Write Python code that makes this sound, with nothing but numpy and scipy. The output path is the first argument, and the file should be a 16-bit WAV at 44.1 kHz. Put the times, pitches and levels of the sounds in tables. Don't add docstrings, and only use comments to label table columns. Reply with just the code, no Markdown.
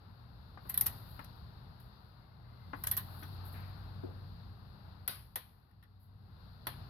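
import sys
import numpy as np
from scipy import signal
from scipy.fft import rfft, irfft
from scipy.io import wavfile
from scipy.ndimage import uniform_filter1d

SR = 44100
rng = np.random.default_rng(int(sys.argv[2]) if len(sys.argv) > 2 else 0)


def to_wav(sig):
    pcm = np.clip(np.atleast_2d(sig), -1, 1) * 32767
    pcm = np.round(pcm).astype(np.int16)
    wavfile.write(sys.argv[1], SR, pcm.T)


N = 303849
T = np.arange(N) / SR


def undb(db):
    return 10 ** (np.asarray(db) / 20)


def unit(x):
    return x / np.sqrt(np.mean(x ** 2))


def shape(table, hz):
    row_hz, value = np.transpose(table)
    return np.interp(np.log(np.maximum(hz, 1)), np.log(row_hz), value)


def colour(x, table):
    size = 4096
    log_gain = np.log(undb(shape(table, np.fft.rfftfreq(size, 1 / SR))))
    cepstrum = irfft(log_gain, size)
    cepstrum[1:size // 2] *= 2
    cepstrum[size // 2 + 1:] = 0
    response = irfft(np.exp(rfft(cepstrum)), size)[None, :size // 2]
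    return signal.fftconvolve(x, response, axes=-1)[:, :N]


def walk(rate):
    hold = int(SR / rate)
    steps = np.repeat(rng.standard_normal(N // hold + 1), hold)
    return unit(uniform_filter1d(uniform_filter1d(steps, hold), hold)[:N])


# pitch_hz [Hz], likeness [0-1]
LIKENESS = [(30, 1), (150, .95), (300, 0.46), (600, 0.5), (4000, 0), (16000, .5)]
LEFT_LAG_S = .00025


def diffuse(table):
    hz = np.fft.rfftfreq(N, 1 / SR)
    like = np.clip(shape(LIKENESS, hz), 0, 1)
    right, other = rfft(rng.standard_normal((2, N))) * undb(shape(table, hz))
    shared = like * right * np.exp(-2j * np.pi * hz * LEFT_LAG_S)
    left = shared + np.sqrt(1 - like ** 2) * other
    return unit(irfft(np.array([left, right]), N))


# time_s [s], roar_db [dB, drives FOLLOW], rumble_db [dB]
AIR = [(0, -67.5, -56.5), (.44, -66, -54), (.63, -64, -54.5), (.82, -58.5, -47), (1.1, -60, -53.5),
       (1.5, -64, -52.5), (1.9, -65.5, -55), (2.13, -67, -58.5), (2.45, -68.5, -56.5), (2.8, -62, -50),
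       (3.1, -59, -50.5), (3.45, -58.5, -50.5), (3.9, -60.5, -51), (4.32, -63, -50.5), (4.64, -65, -54),
       (4.9, -63.5, -52), (5.16, -67.5, -56), (5.4, -73, -61.5), (5.7, -75, -62.5), (6.05, -76, -62),
       (6.4, -66.5, -57), (6.6, -65.5, -55), (6.8, -59.5, -47.5), (6.89, -61, -49.5)]
# level_db [dB at the usual roar], gain_per_db [dB per dB of roar]
FOLLOW = [(-65.5, 1), (-71.5, 1.08), (-81, 0.82)]
USUAL_DB = -65
# pitch_hz [Hz], density_db [dB per Hz]
RUMBLE = [(12, -48), (20, -18.5), (22, -23), (30, -17.5), (42, -5.5), (70, 0), (114, -4), (130, -4.5),
          (187, -9.5), (226, -15), (329, -27), (500, -27.5), (650, -56), (1100, -120)]
# pitch_hz [Hz], density_db [dB per Hz]
ROAD = [(150, -32), (250, -8), (419, -11.5), (468, -14), (808, -7), (1450, -11), (2360, -25.5), (2800, -22),
        (3640, -51.5), (6160, -120)]
# pitch_hz [Hz], density_db [dB per Hz]
HISS = [(1470, -44), (2500, -14.5), (3270, -9), (3700, -2.5), (4320, 1), (4810, -3.5), (5960, -27),
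        (9000, -36), (11700, -62), (19800, -120)]
# pitch_hz [Hz], density_db [dB per Hz]
RUSTLE = [(4710, -56), (8000, -23), (8700, -31), (10300, -4.5), (12300, 1.5), (15400, -10), (16000, -17),
          (16200, -36), (16400, -53.5)]


def outdoors():
    time_s, *columns = np.transpose(AIR)
    roar_db, rumble_db = (np.interp(T, time_s, column) for column in columns)
    levels = [rumble_db] + [db + per_db * (roar_db - USUAL_DB) for db, per_db in FOLLOW]
    bed = np.zeros((2, N))
    for level_db, spectrum in zip(levels, (RUMBLE, ROAD, HISS, RUSTLE)):
        bed += undb(level_db + 0.71 * walk(12)) * diffuse(spectrum)
    return bed


# time_s [s], drone_hz [Hz], drone_db [dB], hum_db [dB]
DRONE = [(0, 93.7, -73, -65.5), (.6, 94.3, -65, -59), (1.2, 94, -64.5, -57.5), (2, 94, -78, -64),
         (2.6, 93.76, -60.5, -57.5), (3.1, 92.4, -47, -62.5), (3.6, 93.5, -47.5, -63.5),
         (4.2, 94.9, -48.5, -63.5), (4.6, 93.53, -56, -58.5), (5.1, 96, -58, -70), (5.6, 93.7, -74.5, -71),
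         (6.1, 97, -57.5, -69.5), (6.89, 93.6, -62.5, -61)]
HUM_HZ = 120


def wavering_tone(hz, level_db):
    return undb(level_db) * np.sin(2 * np.pi * np.cumsum(hz) / SR)


def tones():
    time_s, *columns = np.transpose(DRONE)
    drone_hz, drone_db, hum_db = (np.interp(T, time_s, column) for column in columns)
    drone = wavering_tone(drone_hz + 1.5 * walk(12), drone_db + 1.1 * walk(14))
    hum = wavering_tone(HUM_HZ + 1.5 * walk(10), hum_db + 1.9 * walk(11))
    return np.sqrt(2) * (drone + hum)


# time_s [s], pitch_hz [Hz], level_db [dB]
WHISTLE = [(2.1, 2157, -100), (2.27, 2150, -86.5), (2.4, 2080, -88), (2.55, 2050, -77), (2.75, 2060, -79),
           (3.0, 2000, -83.5), (3.3, 1990, -100)]


def whistle():
    time_s, *columns = np.transpose(WHISTLE)
    hz, level_db = (np.interp(T, time_s, column) for column in columns)
    return walk(150) * wavering_tone(hz, level_db)


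# [s, time constant]
BRUSH = [(.6, -66.5, 0.1, .05), (.95, -67.5, 0.16, 0.16), (1.797, -65, .006, 0.042), (2.7, -67, 0.15, .08),
         (3.0, -61.5, 0.16, 0.17), (3.44, -61, .024, 0.13), (5.99, -72.5, 0.013, .06),
         (6.47, -80, .06, .06)]


def brushes():
    swish = np.zeros(N)
    for start_s, level_db, swell_s, fade_s in BRUSH:
        t = np.maximum(T - start_s, 0)
        fade = np.exp(-np.maximum(t - swell_s, 0) / fade_s)
        swish += undb(level_db) * np.minimum(t / swell_s, 1) * fade
    grain = undb(2.5 * walk(40) + 1.5 * walk(300))
    return swish * grain * diffuse(RUSTLE)


def garage(x, near_t60, far_t60, far_db):
    t = T[:SR // 2]
    near = 1000. ** (-t / near_t60)
    far = undb(far_db) * 1000. ** (-t / far_t60)
    echo = rng.standard_normal((2, len(t))) * (near + far) * np.minimum(t / 0.0067, 1)
    return signal.fftconvolve(x, echo / np.sqrt(np.sum(echo ** 2) / 2), axes=-1)[:, :N]


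def ring(modes, scatter_db, detune):
    hz, level_db, t60_s = np.transpose(modes)[:, :, None]
    t = T[:int(SR * t60_s.max()) + 1]
    size, sign, shift = rng.standard_normal((3, 2, len(modes), 1))
    waves = np.sin(2 * np.pi * hz * (1 + detune * shift[0]) * t) * 1000. ** (-t / t60_s)
    return np.sum(np.sign(sign) * undb(level_db + scatter_db * size) * waves, axis=1)


def strike(blow, modes, scatter_db, detune):
    return signal.fftconvolve(blow, ring(modes, scatter_db, detune), axes=-1)


def chatter(ms, rise_ms, scatter_db):
    length = int(SR * (ms + rise_ms) / 100) + 400
    sign, size = rng.standard_normal((2, 2, SR // 2))[..., :length]
    t = 1000 * T[:sign.shape[1]]
    swell = (1 - np.exp(-t / rise_ms)) ** 2
    return sign * undb(scatter_db * size) * swell * np.exp(-t / max(ms, .2))


def add(out, s, x, db):
    i = int(s * SR)
    x = x[:, :N - i]
    power = uniform_filter1d(np.mean(x ** 2, axis=0), size=60)
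    out[:, i:i + x.shape[1]] += x * undb(db) / np.sqrt(2 * power.max())


# pitch_hz [Hz], gain_db [dB]
CRACK = [(2000, -43), (5600, -17), (7200, -37), (8800, -33.5), (10000, -1), (12300, -6), (15000, -12),
         (15800, -22.5), (16800, -48)]
# pitch_hz [Hz], gain_db [dB]
CLACK = [(150, -34), (400, -11), (1000, 4), (2000, 1), (4300, 2.5), (5500, -25), (7000, -28.5),
         (12000, -56.5)]
# pitch_hz [Hz], level_db [dB], t60_s [s]
HANDLE = [(1465, 0, .2), (3340, -5, .15), (3880, -3, .2), (4275, -1, .15), (4870, -3, .4)]
# start_s [s], treble_db [dB], body_db [dB], t60_s [s], handle_ring_db [dB]
RATTLE = [(5.078, -35.5, -40, 0.34, -41), (5.358, -49, -47.5, .31, -69), (6.67, -44.5, -44, 0.32, -69)]


def rattles():
    out = np.zeros((2, N))
    for start_s, treble_db, body_db, t60_s, ring_db in RATTLE:
        clatter = chatter(1000 * t60_s / np.log(1000), rise_ms=2.0, scatter_db=4)
        add(out, start_s, colour(clatter, CRACK), treble_db)
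        add(out, start_s, colour(clatter, CLACK), body_db)
        add(out, start_s, ring(HANDLE, scatter_db=2, detune=.002), ring_db)
    return out


# pitch_hz [Hz], level_db [dB], t60_s [s]
BODY = [(810, -9.5, .03), (1004, -2, .03), (1186, -4, 0.015), (1470, -4, .03), (1823, 2.5, .025),
        (1940, 2, .02), (3380, -3.5, .02), (3870, -6.5, 0.027), (4500, -12, 0.018), (5444, -7.5, .015)]
# pitch_hz [Hz], level_db [dB], t60_s [s]
THUD = [(215, -8, .06), (288, 0, .1)]
# start_s [s], level_db [dB],
# pitch_hz [Hz], clatter_t60_s [s], ring_db [dB re level], thud_db [dB re level]
KNOCK = [(.574, -48.5, 1187, 0.11, 8.5, -11), (0.653, -49.5, 980, 0.13, -3.5, -6),
         (1.192, -40, 1340, 0.079, 1, -11), (2.733, -33.5, 1140, 0.094, -.5, -7.5),
         (3.226, -46, 1540, 0.1, -6, 0.3), (3.54, -50, 1670, 0.88, -6, -4),
         (4.035, -39.5, 375.3, 0.32, 1.5, -13), (5.078, -46.5, 520, 0.28, -9.5, -22),
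         (5.358, -42, 566, 0.12, -10, -18), (6.669, -39.5, 995, 0.14, 1.5, -12)]


def knocks():
    out = np.zeros((2, N))
    for start_s, level_db, hz, t60_s, ring_db, thud_db in KNOCK:
        clatter = chatter(1000 * t60_s / np.log(1000), rise_ms=0.17, scatter_db=1)
        dull = [(hz / 6, -30), (hz / 2.5, -5), (hz, 0), (hz * 1.5, -6), (hz * 5, -40), (hz * 12, -80)]
        add(out, start_s, colour(clatter, dull), level_db)
        push = np.abs(chatter(.15, rise_ms=.1, scatter_db=1))
        nearby = [(f, db - 9 * np.log2(f / hz) ** 2, t60) for f, db, t60 in BODY]
        modes = [(hz, 4, .4 * t60_s)] + nearby
        add(out, start_s, strike(push, modes, scatter_db=-1.5, detune=.01), level_db + ring_db)
        thud = strike(push, THUD, scatter_db=2.5, detune=.01)[[0, 0]]
        add(out, start_s, thud, level_db + thud_db)
    return out


# pitch_hz [Hz], level_db [dB], t60_s [s]
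HEAD = [(9800, -15, .02), (10600, -18, .01), (11300, -14, .01), (12000, -8, .01), (12250, 0, .012),
        (12600, -6, .012), (14100, -18, .01), (15000, -17, .01)]


def clicks(table, rise_ms, ring_db, crack_db, body_ring_db, pan_db, body_pan_db, linger):
    out = np.zeros((2, N))
    side, body_side = (undb(np.array([[pan], [-pan]]) / 2) for pan in (pan_db, body_pan_db))
    for start_s, level_db, body_re_treble_db, chatter_ms in table:
        body_db = level_db + body_re_treble_db
        blow = chatter(chatter_ms, rise_ms, scatter_db=3)
        shake = chatter(linger * chatter_ms, rise_ms, scatter_db=3)
        head_ring = strike(blow, HEAD, scatter_db=1, detune=0.0063)
        add(out, start_s, side * head_ring, level_db + ring_db)
        add(out, start_s, side * colour(blow, CRACK), level_db + crack_db)
        add(out, start_s, body_side * colour(shake, CLACK), body_db)
        body_ring = strike(shake, BODY, scatter_db=-1.0, detune=0.03)
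        add(out, start_s, body_side * body_ring, body_db + body_ring_db)
    return out


# [ms, time constant]
SLACK = [(1.192, -50.5, -14, 3), (1.2452, -45.5, -16.5, 1.8), (1.7997, -53.5, -11, 3),
         (3.231, -46, -7.5, 3.66), (5.711, -69, -7, 2.7), (5.826, -60, -3, 3.4), (5.8347, -60, -4.5, 4.1)]


def slack_ticks():
    return clicks(SLACK, rise_ms=0.48, ring_db=-5.5, crack_db=-1.3, body_ring_db=4.5,
                  pan_db=1.0, body_pan_db=-5.5, linger=2.6)


# [ms, time constant]
SNAP = [(5.0771, -21.5, -17, 1.9), (5.0818, -23, -17, 0.44), (5.3568, -25, -12, 5.3),
        (6.6685, -28, -5, 2.7)]


def clutch_snaps():
    return clicks(SNAP, rise_ms=0.34, ring_db=0.1, crack_db=-3.5, body_ring_db=2.5,
                  pan_db=-4.5, body_pan_db=-6, linger=1.64)


# [ms, time constant]
PAWL = [(.6915, -36, -22, 2.5), (.6955, -25.5, -20.5, 3.2), (.7415, -23.5, -20, 2.4),
        (.7748, -14, -26, 1.5), (.8094, -14.5, -25.5, 2.4), (.86, -26, -14.5, 4), (.8645, -19.5, -29, 3.4),
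        (2.8368, -25, -17, 2.4), (2.868, -31.5, -24.5, 2), (2.8705, -20.5, -19.5, 2),
        (2.9122, -18, -22, 3.8), (2.967, -26, -19, 1.7), (2.9725, -19, -21, 3.9)]


def pawl_ticks():
    return clicks(PAWL, rise_ms=0.72, ring_db=1.1, crack_db=-6.0, body_ring_db=-1,
                  pan_db=-3.0, body_pan_db=-4, linger=5.1)


# pitch_hz [Hz], gain_db [dB]
REACH = [(4800, -2.5), (6000, -3), (7200, -5.5), (8600, -2), (9600, -5.5), (15300, -3), (16000, -13.5),
         (16800, -23)]


def scene():
    wrench = colour(pawl_ticks() + slack_ticks() + clutch_snaps() + knocks() + rattles(), REACH)
    echo = undb(-8) * garage(wrench, near_t60=0.093, far_t60=0.71, far_db=-23.0)
    return wrench + echo + brushes() + outdoors() + tones() + whistle()


# pitch_hz [Hz], left_minus_right_db [dB]
PORTS = [(60, -1), (110, 2), (200, 4.5), (380, 3), (700, 8.5), (1290, 10.5), (2380, 7), (4400, 10),
         (8120, 5.5), (15000, 1.5)]
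TOP_HZ = 16400


def record(dry):
    left = colour(dry[:1], [(hz, db / 2) for hz, db in PORTS])
    right = colour(dry[1:], [(hz, -db / 2) for hz, db in PORTS])
    low_pass = signal.ellip(8, .2, 70, TOP_HZ, fs=SR, output="sos")
    return signal.sosfilt(low_pass, np.vstack([left, right]))


dry = scene()
out = record(dry)
to_wav(out)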